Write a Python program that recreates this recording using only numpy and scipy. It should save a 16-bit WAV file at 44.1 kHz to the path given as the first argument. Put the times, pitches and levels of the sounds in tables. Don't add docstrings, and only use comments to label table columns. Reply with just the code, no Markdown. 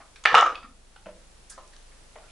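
import sys
import numpy as np
from scipy import signal
from scipy.fft import rfft, irfft, next_fast_len
from scipy.io import wavfile
from scipy.ndimage import map_coordinates

SR = 44100
rng = np.random.default_rng(int(sys.argv[2]) if len(sys.argv) > 2 else 0)


def dump_mix(stems):
    frames = np.atleast_2d(stems).T
    limited = np.clip(frames, -1, 1)
    pcm = np.round(limited * 32767).astype(np.int16)
    wavfile.write(sys.argv[1], SR, pcm)


def how_loud(loudness_db):
    steps = np.asarray(loudness_db, float) / 20
    return 10 ** steps


N = 102135


def unit(x):
    return x / np.sqrt(np.mean(x ** 2) + 1e-20)


def along(points, hz):
    f, v = np.transpose(points)
    return np.interp(np.log(hz + 1), np.log(f + 1), v)


def over_time(points):
    return how_loud(np.interp(np.arange(N) / SR, *np.transpose(points)))


def wobble(rate):
    knots = rng.standard_normal(int(N * rate / SR) + 4)
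    return map_coordinates(knots, [np.arange(N) * rate / SR])


def filtered(x, response):
    m = next_fast_len(x.shape[-1] + 8192)
    spectrum = rfft(x, m) * response(np.fft.rfftfreq(m, 1 / SR))
    return irfft(spectrum, m)[..., :x.shape[-1]]


def spread(pair, alike):
    def mid_side(hz):
        turn = np.arccos(np.clip(along(alike, hz), -1, 1)) / 2
        return np.array([np.cos(turn), np.sin(turn)])

    mid, side = filtered(pair, mid_side)
    return np.array([mid + side, mid - side])


def noise_pair(colour):
    return filtered(rng.standard_normal((2, N)), lambda hz: how_loud(along(colour, hz)))


# (frequency [Hz], time to fall 60 dB [s])
ROOM_DECAY = [(150, 0.84), (600, 0.33), (1300, 0.28), (3000, 0.28), (6000, 0.35), (11000, 0.089)]
# (frequency [Hz], likeness [0-1])
ROOM_LIKENESS = [(300, .93), (1200, 0.98), (2500, .75), (5000, 0.62), (10000, .05)]


def room(x):
    hz, t, z = signal.stft(rng.standard_normal((2, SR // 2)), SR, nperseg=256)
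    decay = how_loud(-60 * t / along(ROOM_DECAY, hz)[:, None])
    tail = signal.istft(z * decay, SR, nperseg=256)[1]
    delay_s = 0.006
    tail = np.pad(spread(tail, ROOM_LIKENESS), ((0, 0), (round(delay_s * SR), 0)))
    return signal.fftconvolve(x[None], tail / np.linalg.norm(tail[0]), axes=1)


TRIM_DB = dict(stick=3, board=-1.5, knock=4.5, tap=16.5, tick=8.5, peg=1, snap=-1.5)
ECHO_DB = dict(stick=-2, board=-4.5, knock=-3.5, tap=-2, tick=-5.5, peg=-5.5, snap=-7.5)
FIRST_TOUCH = dict(stick=2.8, board=4.4, knock=5.3, tap=1.25, tick=0.13, peg=2.44, snap=0.19)
SOFT_HZ = dict(stick=9000, board=5300, knock=3957, tap=4500, tick=20000, peg=8850, snap=20000)
# (frequency [Hz], likeness [0-1])
DIRECT_LIKENESS = [(1000, 0.99), (3000, 0.93), (8000, 0.56)]


def strike(name, s, db, length, body, soft_hz=None):
    u = np.arange(SR // 5) / SR / length
    rough = rng.standard_normal((2, len(u))) * (1 - np.exp(-8 * u)) * np.exp(-2 * u)
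    force = rough + FIRST_TOUCH[name] * (u == 0)

    body = np.array(body)
    shift, vary_db = 0.012, 2
    here = body + rng.standard_normal((len(body), 1)) * body * [shift, 0, 0]
    here = here + rng.standard_normal((len(body), 1)) * [0, 0, vary_db]
    thin_hz = 330
    top_hz = soft_hz or SOFT_HZ[name]

    def response(f):
        edges = (1j * f / (thin_hz + 1j * f)) ** 2 / (1 + 1j * f / top_hz) ** 2
        modes = 0
        for k, (centre, width, gain_db) in enumerate(here):
            mode = 1j * f * width / (centre * centre - f * f + 1j * f * width)
            modes = modes + (-1) ** k * how_loud(gain_db) * mode
        return edges * modes

    ring = filtered(force, response)
    ring = how_loud(db + TRIM_DB[name]) * ring / np.abs(ring[0]).max()
    heard = how_loud(ECHO_DB[name]) * room(ring[0])
    heard[:, :len(u)] += spread(ring, DIRECT_LIKENESS)
    out = np.zeros((2, N + SR))
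    out[:, round(s * SR):][:, :heard.shape[1]] = heard
    return out[:, :N]


def blows(name, events, body):
    return sum(strike(name, s, db, length, body) for s, db, length in events)


# (time [s], peak level [dB], contact length [s])
BOARD = [(0.297, -15.5, 0.012), (.3433, -4, .002), (0.346, -8.5, 0.0045), (0.35, -4, 0.0071),
         (.354, -4, .005), (.359, -14.5, 0.01), (.367, -15, .006), (0.376, -6.5, 0.006),
         (0.381, -4, 0.0044), (.385, -9.5, 0.0056), (0.394, -14, .004), (0.407, -19.5, 0.0068),
         (0.384, -17, 0.0016), (0.418, -13.5, 0.0058), (0.4254, -5, 0.0047), (.436, -29, 0.0033),
         (0.457, -17, 0.0067), (0.463, -13, 0.0076), (0.492, -22.5, 0.0037), (0.505, -23, 0.0049),
         (0.561, -32.5, 0.0038), (0.577, -37, 0.0032), (0.627, -34, .008), (.642, -39, 0.009),
         (0.676, -63, 0.0036)]
# (frequency [Hz], width [Hz], level [dB])
BOARD_BODY = [(513, 54, -8), (679, 61, -7.5), (760, 89, -8), (921, 72, -6.5), (1146, 120, 3.5),
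              (1258, 77, 6.5), (1344, 46, 5.5), (1778, 300, -9), (2430, 240, -15), (2900, 170, -13.5),
              (3740, 870, -19), (4040, 800, -23), (5450, 1400, -29)]


def board():
    return blows("board", BOARD, BOARD_BODY)


THUD_HZ = [99, 181, 275.5]
THUD_DB = [-44, -38.5, -39]


def thud():
    start_s, t60_s = 0.331, 0.21
    t = np.maximum(np.arange(N) / SR - start_s, 0)
    fall_db = -60 * t / t60_s
    return sum(how_loud(db + fall_db) * np.sin(2 * np.pi * hz * t) for hz, db in zip(THUD_HZ, THUD_DB))


# (time [s], peak level [dB], contact length [s])
STICK = [
    (0.2533, -9.5, 0.0028),
    (0.2565, -6, 0.0027),
    (.262, -14, 0.0017),
    (0.27, -19, 0.0079),
    (0.317, -21, .003),
    (.329, -19, .004),
    (0.3545, -10, 0.0016),
    (0.371, -24, .003),
    (0.388, -16, 0.0044),
]
# (frequency [Hz], width [Hz], level [dB])
STICK_BODY = [(470.2, 200, -12), (837.5, 170, -2.5), (1310, 91, 3.5), (1600, 90, -4.5), (1707, 150, 0),
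              (2310, 250, -6.5), (2900, 170, -4.5), (3590, 250, -9), (4300, 500, -16.5), (5600, 2300, -24),
              (8000, 2500, -32)]


def stick():
    return blows("stick", STICK, STICK_BODY)


# (time [s], peak level [dB], contact length [s])
PEG = [
    (0.5542, -27, 0.0048),
    (0.633, -42, 0.00444),
]
# (frequency [Hz], width [Hz], level [dB])
PEG_BODY = [(2556, 98, 9.5), (3480, 390, -3.5), (4800, 620, -9.5)]


def peg():
    return blows("peg", PEG, PEG_BODY)


# (time [s], peak level [dB], centre frequency [Hz], length [s])
SNAPS = [(.001, -42, 1400, 0.033), (.002, -54, 300, 0.023), (0.2539, -8, 1736, 0.0022),
         (.2572, -2, 1734, 0.0017), (0.273, -20, 2400, 0.007), (0.313, -25, 490, 0.014),
         (0.3427, -2, 850, 0.00107), (0.3499, -3, 2900, 0.0009), (.387, -17, 2950, 0.0029),
         (0.4227, -8, 880, 0.01), (0.433, -38.5, 326, 0.035), (0.522, -38, 330, 0.015),
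         (0.5465, -30, 2560, 0.0015), (1.058, -43, 190, 0.008), (1.498, -32, 9100, 0.023),
         (1.764, -42, 6130, .002), (2.28, -50.5, 2300, .03)]


def snaps():
    sharpness, soft_ratio = 6, 1.6
    return sum(strike("snap", s, db, length, [(hz, hz / sharpness, 0)], soft_ratio * hz)
               for s, db, hz, length in SNAPS)


# (time [s], peak level [dB], centre frequency [Hz], length [s])
TICKS = [(.001, -48, 694, .02), (.001, -53, 1135, 0.047), (.002, -61.5, 2130, .04), (.16, -51, 1600, .005),
         (0.159, -47, 2600, .004), (0.164, -53, 3770, 0.0074), (0.238, -43, 6550, 0.006),
         (.2385, -44, 3230, .008), (0.237, -46.5, 1180, 0.012), (0.4105, -28, 5965, 0.0018),
         (0.638, -52.5, 239, 0.0085), (0.919, -63.5, 1273, 0.01), (.961, -48.5, 1350, 0.0053),
         (.96, -52, 755, .004), (.962, -52.5, 3000, 0.0091), (1.496, -44.5, 6800, 0.025),
         (1.52, -52.5, 4740, 0.0201), (1.5, -56.5, 1560, 0.065), (1.677, -50, 7640, 0.0028),
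         (1.732, -60.5, 4260, 0.013), (1.733, -56.5, 1650, .008), (1.764, -53.5, 3950, .003),
         (1.765, -58, 1720, 0.0066), (1.807, -65, 3710, 0.042), (1.914, -60.5, 1654, 0.039),
         (2.22, -60.5, 1400, 0.078), (2.297, -56.5, 3300, 0.031)]


def ticks():
    sharpness = 3
    return sum(strike("tick", s, db, length, [(hz, hz / sharpness, 0), (hz * 1.2, hz / sharpness, -6)])
               for s, db, hz, length in TICKS)


# (time [s], peak level [dB], contact length [s])
KNOCKS = [
    (1.0592, -39, 0.0033),
    (1.0659, -38.5, 0.0055),
    (1.087, -47, 0.003),
]
# (frequency [Hz], width [Hz], level [dB])
KNOCK_BODY = [(188, 6.9, -2.5), (324, 29, -6), (494, 38, -2), (589, 44, 6), (636, 41, 5), (850, 190, -9),
              (1015, 410, -10.5), (1350, 490, -17), (1890, 100, -13), (2300, 380, -16), (3100, 1100, -35)]
# (time [s], peak level [dB], contact length [s])
LATE = [
    (2.1562, -43, 0.0031),
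    (2.161, -42.5, 0.0054),
    (2.184, -45.5, 0.0047),
]
# (frequency [Hz], width [Hz], level [dB])
LATE_BODY = [(497, 80, -3), (607.3, 55, 6.5), (632, 36, 11), (732.3, 79, 2), (904, 320, -7.5),
             (1400, 360, -12), (1950, 230, -14), (2400, 360, -14.5), (3650, 1200, -23)]


def knocks():
    return blows("knock", KNOCKS, KNOCK_BODY) + blows("knock", LATE, LATE_BODY)


# (time [s], peak level [dB], contact length [s])
TAPS = [
    (1.576, -50, 0.016),
    (1.737, -73, 0.0037),
]
# (frequency [Hz], width [Hz], level [dB])
TAP_BODY = [(574, 87, 0.5), (834, 60, -2), (1040, 128, -2.5), (1350, 298, -9.5), (1700, 160, -16.5),
            (2300, 910, -19), (3000, 810, -18.5)]


def taps():
    return blows("tap", TAPS, TAP_BODY)


# (multiple of shaft speed [ratio], rms level [dB])
HUM = [(.5, -71.5), (1, -54), (1.5, -79), (2, -60.5), (3, -74), (4, -71.5), (5, -79), (7, -80)]
# (frequency [Hz], level per Hz [dB])
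RUMBLE = [(8, -1), (30, -4), (80, -5), (200, -12.5), (400, -34), (1000, -76.5)]
# (time [s], level [dB])
LOAD = [(0, -5.5), (.22, -2), (.5, 1), (1.202, 0), (2.32, -2)]


def machine():
    shaft_hz, drift, sway_db = 25.1, 0.002, 1.5
    turns = np.cumsum(shaft_hz * (1 + drift * wobble(1.5))) / SR
    tones = 0
    for k, db in HUM:
        level = how_loud(db + 2.5 + sway_db * wobble(6))
        tones = tones + level * np.sin(2 * np.pi * (k * turns + rng.random()))
    likeness = [(30, 0.7), (200, 0.31)]  # (frequency [Hz], likeness [0-1])
    rumble = how_loud(-62) * unit(spread(noise_pair(RUMBLE), likeness))
    return over_time(LOAD) * (tones + rumble)


# (frequency [Hz], level per Hz [dB])
HISS = [(20, -12), (100, -2.5), (250, 0.5), (500, 2.5), (1000, -1), (2000, -4), (5000, -5.5), (11000, -7.5)]
# (frequency [Hz], likeness [0-1])
HISS_LIKENESS = [(60, 0.71), (220, 0.28), (830, 0.23), (3100, 0.13), (11600, 0.14)]


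def hiss():
    level_db = -55 + 0.74 * wobble(1)
    return how_loud(level_db) * unit(spread(noise_pair(HISS), HISS_LIKENESS))


# (frequency [Hz], level [dB])
LEAN_DB = [(1000, 0), (3000, -1.2), (9000, -2)]


def scene():
    trap = board() + thud() + stick() + peg()
    small = snaps() + ticks()
    far = knocks() + taps()
    halves = np.array([[0.5], [-0.5]])
    hits = filtered(trap + small + far, lambda hz: how_loud(along(LEAN_DB, hz) * halves))
    return hits + machine() + hiss()


def roll_off(x):
    return signal.sosfilt(signal.butter(12, 12170, fs=SR, output="sos"), x)


# (time [s], level [dB])
GAIN = [(0, -1), (.2, 0.5), (.3, -3.5), (.37, 0.5), (.45, -2), (.8, -3.5), (1.2, -1), (2.32, -0.5)]


def record(dry):
    x = dry * over_time(GAIN)
    ceiling, knee = 0.95, 5
    x = x / (1 + np.abs(x / ceiling) ** knee) ** (1 / knee)
    top_hz, leak_db = 11000, -38
    mix = filtered(x, lambda hz: 1 / (1 + (hz / top_hz) ** 160) + how_loud(leak_db))
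    return roll_off(mix)


dry = scene()
out = record(dry)
dump_mix(out)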